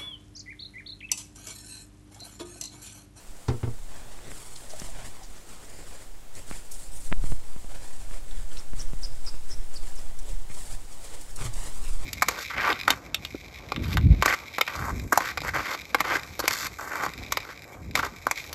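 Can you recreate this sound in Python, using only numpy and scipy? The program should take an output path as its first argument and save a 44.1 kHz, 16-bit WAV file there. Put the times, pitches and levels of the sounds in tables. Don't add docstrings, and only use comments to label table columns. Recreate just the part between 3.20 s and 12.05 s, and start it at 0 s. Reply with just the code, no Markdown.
import sys
import numpy as np
from scipy import signal
from scipy.fft import rfft, irfft
from scipy.io import wavfile
from scipy.ndimage import uniform_filter1d

SR = 44100
rng = np.random.default_rng(int(sys.argv[2]) if len(sys.argv) > 2 else 0)


def waveform_to_disk(signal):
    frames = np.transpose(np.atleast_2d(signal))
    scaled = np.clip(frames, -1, 1) * 32767
    samples = np.round(scaled).astype(np.int16)
    wavfile.write(sys.argv[1], SR, samples)


N = 390285
TIME = np.arange(N) / SR
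SCRUB_START_S, SCRUB_PERIOD_S, SCRUB_COUNT = 5.565, 0.239, 6


def undb(db):
    return 10 ** (np.asarray(db) / 20)


def unit(x):
    return x / np.sqrt(np.mean(x ** 2) + 1e-18)


def curves(table):
    s, *columns = np.transpose(table)
    return [np.interp(TIME, s, column) for column in columns]


def colour(x, points):
    hz, db = np.transpose(points)
    freq = np.maximum(np.fft.rfftfreq(N, 1 / SR), 1)
    gain = undb(np.interp(np.log(freq), np.log(hz), db))
    return unit(irfft(rfft(x) * gain, N))


def lowpass(x, hz, order=2):
    return signal.sosfilt(signal.butter(order, min(hz, SR / 3), fs=SR, output="sos"), x)


def resonate(x, hz, q):
    hz = min(hz, SR / 3)
    b, a = signal.iirpeak(hz, max(q, 3 * hz / SR), fs=SR)
    return signal.lfilter(b, a, x)


def walk(rate, size=N):
    k = max(int(SR / rate), 1)
    held = np.repeat(rng.standard_normal(size // k + 2), k)
    return uniform_filter1d(held, k)[:size] * np.sqrt(3 / 2)


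def grains(rate, spread_db, size=N):
    hit = rng.random(size) < rate / SR
    strength = undb(spread_db * np.minimum(rng.exponential(size=size), 4))
    return unit(hit * rng.standard_normal(size) * strength)


def span(length):
    return np.arange(int(length * SR)) / SR


def add(out, s, x):
    i = max(int(s * SR), 0)
    out[i:i + len(x)] += x[:max(N - i, 0)]


def floor(hiss_db=-50.0):
    # (frequency [Hz], level [dB])
    floor_colour = [(30, 18), (70, 8), (170, 1.5), (290, 4), (450, 0), (620, 0), (880, 0.5), (1050, -4),
                    (2500, -8), (4000, -10), (5700, -10.5), (7600, -7.5), (9000, -10), (12000, -14.5),
                    (15500, -17.5)]
    return colour(rng.standard_normal(N), floor_colour) * undb(hiss_db)


def draught(wipes_per_s=2.5, sway_db=17, gust_db=3, swirl_db=3.5):
    # (time [s], level [dB])
    air_table = [(0, -56), (.54, -42), (1.25, -51), (1.65, -43), (2.3, -53.5), (3.1, -45), (3.7, -40),
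                 (3.97, -27), (4.4, -38), (5.6, -33), (7.2, -34.5), (7.75, -45.5), (8.25, -39.5),
                 (8.85, -32)]
    # (frequency [Hz], level [dB])
    air_colour = [(5, 4.5), (12, 0), (19, 13), (35, 0), (60, -14), (85, -21.5), (130, -16), (200, -56),
                  (500, -64)]
    air_db, = curves(air_table)
    scrubbing = (TIME > SCRUB_START_S) & (TIME < SCRUB_START_S + SCRUB_COUNT * SCRUB_PERIOD_S)
    pace = np.where(scrubbing, 1 / SCRUB_PERIOD_S, wipes_per_s)
    sway = np.sin(2 * np.pi * np.cumsum(pace) / SR)
    wave = lowpass(undb(air_db + sway_db) * sway, hz=7.4)
    eddies = colour(rng.standard_normal(N), air_colour) * undb(gust_db * sway + swirl_db * walk(12))
    return wave + undb(air_db) * eddies


def ticks(thud_cycles=3.34, snap_cycles=2.26, soft_hz=3300):
    # (time [s], level before softening [dB], thud pitch [Hz],
    # snap pitch [Hz], snap level against the thud before it is doubled below [dB])
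    tick_table = [(.99, -37, 250, 1310, 7.5), (1.117, -35.5, 164, 1930, 11),
                  (1.6186, -26.5, 162, 1800, 1.5), (3.312, -23.5, 190, 1460, 3.5),
                  (3.917, -24, 72.6, 700, -32), (3.924, -17.5, 180, 750, -30),
                  (3.9267, -27, 300, 1850, 17.5), (4.038, -31, 170, 900, -6), (4.041, -23, 82.4, 2187, -8),
                  (4.122, -21.5, 86, 1600, -33), (4.363, -31.5, 140, 1000, -43),
                  (4.445, -33, 157, 1700, -25), (4.911, -33.5, 150, 1300, 5),
                  (5.534, -28.5, 148, 1200, 1.5), (5.734, -27, 124, 1500, -21), (6.142, -34, 132, 1400, 3),
                  (7.252, -40, 118, 700, -5), (7.302, -32, 99, 1300, -15)]
    out, t = np.zeros(N), span(0.05)
    for s, db, thud_hz, snap_hz, snap_db in tick_table:
        thud = np.cos(2 * np.pi * thud_hz * t) * undb(-60 * t * thud_hz / thud_cycles)
        snap = np.sin(2 * np.pi * snap_hz * t) * undb(snap_db - 60 * t * snap_hz / snap_cycles)
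        add(out, s, undb(db) * (2 * snap - thud))
    return lowpass(out, soft_hz, order=4)


def desk(rattle_hz=600, rattle_db=-14, rattle_t60=0.13, contact_db=-12, contact_t60=0.0094,
         slip_scatter=0.13, flesh_hz=200):
    # (pitch [Hz], level [dB], time to fall by 60 dB [s])
    desk_tones = [(77.8, -1, 0.11), (118.6, 1.5, 0.16), (220.5, -15, 0.19), (259, -10, 0.12),
                  (352, -11, 0.13), (421, -12.5, 0.17), (480, -19.5, 0.21), (797, -21, 0.12),
                  (923, -20.5, 0.1), (1090, -31, 0.083), (1328, -23.5, 0.077), (1640, -40, .1)]
    # (time [s], level [dB], hardness of the contact [Hz])
    knock_table = [(0.2832, -18, 1500), (.298, -22.5, 1100), (.314, -32, 600), (0.339, -29, 500),
                   (.431, -22, 1690), (0.473, -26, 550), (.855, -50, 400)]
    # (time [s], length [s], slips per second [1/s], level [dB])
    judder_table = [(8.203, 0.048, 72.6, -38), (8.246, 0.05, 123.5, -39.5)]
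    t = span(0.5)
    ring = np.zeros(len(t))
    for k, (hz, db, t60) in enumerate(desk_tones):
        ring += undb(db - 60 * t / t60) * np.sin(2 * np.pi * hz * t) * (-1) ** k
    out = np.zeros(N)
    for s, db, hardness_hz in knock_table:
        rattle = unit(resonate(rng.standard_normal(len(t)), rattle_hz, q=1.1))
        rattle = rattle * undb(rattle_db - 60 * t / rattle_t60)
        contact = unit(lowpass(rng.standard_normal(len(t)), hardness_hz))
        contact = contact * undb(contact_db - 60 * t / contact_t60)
        add(out, s, (ring + lowpass(rattle, 2 * hardness_hz) + contact) * undb(db))
    for s, length, rate, db in judder_table:
        turns = np.cumsum(rate * (1 + slip_scatter * walk(88, size=int(length * SR)))) / SR
        slips = np.diff(np.floor(turns), prepend=-1)
        damped_ring = ring * undb(-60 * t / 0.13)
        shake = lowpass(signal.fftconvolve(slips, damped_ring), flesh_hz, order=4)
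        add(out, s, shake / np.std(shake[:len(slips)]) * undb(db))
    return out


def squeaks(glide=0.532, flutter_db=3, second_ratio=1.13, second_db=-10, overtone_db=-27):
    # (time [s], length [s], lowest pitch before wobble [Hz], level [dB])
    squeak_table = [(1.528, 0.029, 618, -44), (1.669, 0.049, 649, -53), (2.013, 0.026, 750, -51.5),
                    (5.383, 0.02, 5300, -46.5), (5.59, .032, 5400, -41.5), (5.828, 0.031, 4910, -38),
                    (6.061, 0.0387, 4800, -40), (6.301, 0.049, 5200, -44), (6.552, 0.026, 4660, -43.5),
                    (6.77, .024, 5140, -51)]
    out = np.zeros(N)
    for s, length, hz, db in squeak_table:
        u = span(length) / length
        pitch = hz * (1 + glide * (u - 0.55) ** 2)
        wobble = 0.025 + 0.05 * u ** 2
        phases = []
        for _ in range(2):
            unsteady_pitch = pitch * (1 + wobble * walk(1400, size=len(u)))
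            phases.append(2 * np.pi * np.cumsum(unsteady_pitch) / SR)
        first, second = phases
        note = np.sin(first) + undb(overtone_db) * np.sin(2 * first)
        note += undb(second_db) * np.sin(second_ratio * second)
        swell = np.sqrt(np.sin(np.pi * u)) * undb(flutter_db * walk(384, size=len(u)))
        add(out, s, unit(swell * note) * undb(db))
    return out


def creases(q=1.74, flutter_db=3, top_hz=11500):
    # (time [s], level [dB], length, half of the whole run [s], centre [Hz])
    crease_table = [(0.279, -42.5, 0.029, 4870), (1.111, -48, .006, 7140), (1.356, -44.5, 0.023, 4530),
                    (1.494, -46, 0.036, 6000), (1.598, -31.5, 0.0037, 6700), (1.855, -47, .027, 8000),
                    (2.025, -49.5, 0.046, 5600), (2.152, -52.5, 0.048, 6600), (2.494, -47, 0.013, 7000),
                    (3.152, -40, 0.0037, 6658), (3.315, -49, 0.052, 1860), (3.512, -39.5, .03, 8800),
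                    (5.109, -47, .01, 3252), (5.17, -48, .011, 3200), (5.314, -47.5, 0.012, 3380),
                    (5.368, -43, 0.018, 3654), (6.071, -48, 0.021, 1390), (6.752, -46.5, .018, 7500),
                    (6.985, -45, 0.02, 7000), (7.294, -51, 0.052, 1974), (7.843, -52.5, 0.072, 4600),
                    (8.011, -42, 0.013, 8440), (8.158, -38.5, 0.021, 8054), (8.24, -40, 0.035, 7900),
                    (8.337, -41, .01, 7100), (8.651, -48, 0.044, 2420)]
    out = np.zeros(N)
    for s, db, length, hz in crease_table:
        t = span(2 * length)
        slips = rng.standard_normal(len(t)) * undb(flutter_db * walk(970, size=len(t)))
        crackle = resonate(resonate(slips, hz, q), hz, q / 2)
        rise = length / 4
        swell = t / rise * np.exp(1 - t / rise)
        add(out, s, unit(crackle) * swell * undb(db))
    return lowpass(out, top_hz)


def crinkles(hiss_db, rate=9, t60=0.064, centre_hz=7000, q=1.7, crinkle_db=-14):
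    t = span(0.1)
    folds = (rng.random(N) < rate / SR) * rng.random(N)
    bursts = signal.fftconvolve(folds, undb(-60 * t / t60))[:N] * rng.standard_normal(N)
    crackle = resonate(resonate(bursts, centre_hz, q), centre_hz, q)
    return unit(crackle) * undb(hiss_db + crinkle_db)


def moves(attack_s=0.055, release_s=0.072, sag_db_per_s=9.5):
    # (time [s], length [s], fibre hiss [dB], scrubbing [dB])
    stroke_table = [(0.688, 0.26, -58, -49), (0.98, 0.11, -62, -49.5), (1.096, 0.33, -48.5, -52),
                    (1.434, 0.18, -51.5, -52), (1.573, 0.095, -46.5, -47.5), (1.741, 0.074, -54, -45.5),
                    (1.832, 0.022, -46.5, -44.5), (1.947, 0.065, -63, -51.5), (2.14, 0.02, -60, -48),
                    (2.27, .06, -49.5, -48), (2.384, 0.4, -55, -51), (2.73, 0.085, -51.5, -50),
                    (3.152, 0.029, -46.5, -47), (3.276, 0.097, -46.5, -49), (3.387, 0.092, -57, -69),
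                    (3.506, .13, -47, -62), (3.721, 0.13, -45.5, -63), (4.018, 0.023, -47, -48),
                    (4.07, .06, -50, -68), (4.326, 0.061, -52.5, -59), (4.487, 0.13, -54.5, -49.5),
                    (4.605, 0.2, -51.5, -53), (4.888, 0.066, -50, -50), (5.093, .11, -52.5, -52),
                    (5.305, 0.091, -49.5, -47.5), (6.634, 0.053, -50, -50.5), (7.038, 0.068, -52, -51),
                    (7.306, 0.049, -49.5, -52), (7.335, 0.14, -47.5, -53.5), (7.492, 0.026, -45.5, -48),
                    (7.707, 0.023, -53.5, -53), (7.813, 0.039, -49, -53.5), (7.914, 0.052, -48.5, -47.5),
                    (7.994, 0.021, -51, -57), (8.07, 0.037, -51, -57), (8.182, 0.084, -45.5, -41),
                    (8.325, 0.063, -46.5, -48), (8.415, 0.072, -44.5, -45.5), (8.516, 0.23, -47, -49),
                    (8.798, 0.062, -50, -44.5)]
    # (delay [s], length [s], fibre hiss [dB], scrubbing [dB])
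    scrub_cycle = [(0, 0.032, -49, -49.5), (0.08, 0.035, -58, -54)]
    fast = []
    for k in range(SCRUB_COUNT):
        for delay, length, hiss, scrub in scrub_cycle:
            fast.append((SCRUB_START_S + k * SCRUB_PERIOD_S + delay, length, hiss, scrub))
    gap_start_s, gap_end_s, rustle_hiss_db, rustle_scrub_db = 2.88, 3.14, -58, -60
    rustling = (TIME < gap_start_s) | (TIME > gap_end_s)
    power = np.outer(undb([rustle_hiss_db, rustle_scrub_db]) ** 2, rustling) + 1e-12
    for s, length, *levels in stroke_table + fast:
        t = span(attack_s / 2 + length + release_s)
        swell = np.minimum(t / attack_s, 1)
        fade = np.minimum((t[-1] - t) / release_s, 1)
        shape = swell * fade * undb(-sag_db_per_s * t)
        for layer, db in zip(power, levels):
            add(layer, s - attack_s / 2, (shape * undb(db)) ** 2)
    return 10 * np.log10(power)


def towel(fibre_rate=14000, scrub_rate=4500, patchy_db=1.58, pressure_db=0.93,
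          pivot_hz=6500, tilt_db=-7, tilt_slope=0.35):
    # (frequency [Hz], level [dB])
    fibre_colour = [(1500, -21), (3500, -12.5), (4900, -8.5), (6200, -8.5), (7600, 2.5), (8800, 3),
                    (10500, -2), (13000, -11.5), (16000, -17)]
    scrub_colour = [(80, 9), (170, 1), (280, 0), (550, 3.5), (800, -2), (1250, -3.5), (1600, -5.5),
                    (2000, -4), (2600, -10), (3400, -8.5), (4500, -20.5), (7000, -62)]
    hiss_db, press_db = moves()
    bright_db = np.clip(tilt_db + tilt_slope * (hiss_db - press_db), -15, 0)
    grip_db = patchy_db * walk(70) + pressure_db * walk(18)
    fibres = colour(grains(fibre_rate, spread_db=-1.0), fibre_colour)
    soft = signal.sosfiltfilt(signal.butter(3, pivot_hz, fs=SR, output="sos"), fibres)
    sharp = fibres - soft
    fibres = (soft * undb(-bright_db) + sharp * undb(bright_db / 2)) * undb(hiss_db + grip_db)
    scrub = colour(grains(scrub_rate, spread_db=2.0), scrub_colour) * undb(press_db + grip_db)
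    return fibres + scrub + crinkles(hiss_db)


def glass_echo(x, lag_ms=0.895, roam=0.353, echo_db=-7):
    lag = lag_ms / 1000 * SR * np.exp(roam * walk(7))
    i = np.arange(N)
    echo = undb(echo_db) * np.interp(i - lag, i, x)
    return (x + echo) / np.hypot(1, undb(echo_db))


def room(x, t60, wet_db):
    t = span(0.4)
    tail = rng.standard_normal(len(t)) * undb(-60 * t / t60) * (t > 0.004)
    return x + undb(wet_db) * signal.fftconvolve(x, tail / np.linalg.norm(tail))[:N]


def scene():
    background = floor() + draught() + ticks()
    desk_in_room = room(desk(), t60=0.32, wet_db=-13.5)
    paper = squeaks() + glass_echo(creases() + towel())
    return (background + desk_in_room + room(paper, t60=0.45, wet_db=-11.5))[None]


def record(dry):
    return signal.sosfilt(signal.ellip(10, 0.2, 80, 15700, fs=SR, output="sos"), dry)


dry = scene()
out = record(dry)
waveform_to_disk(out)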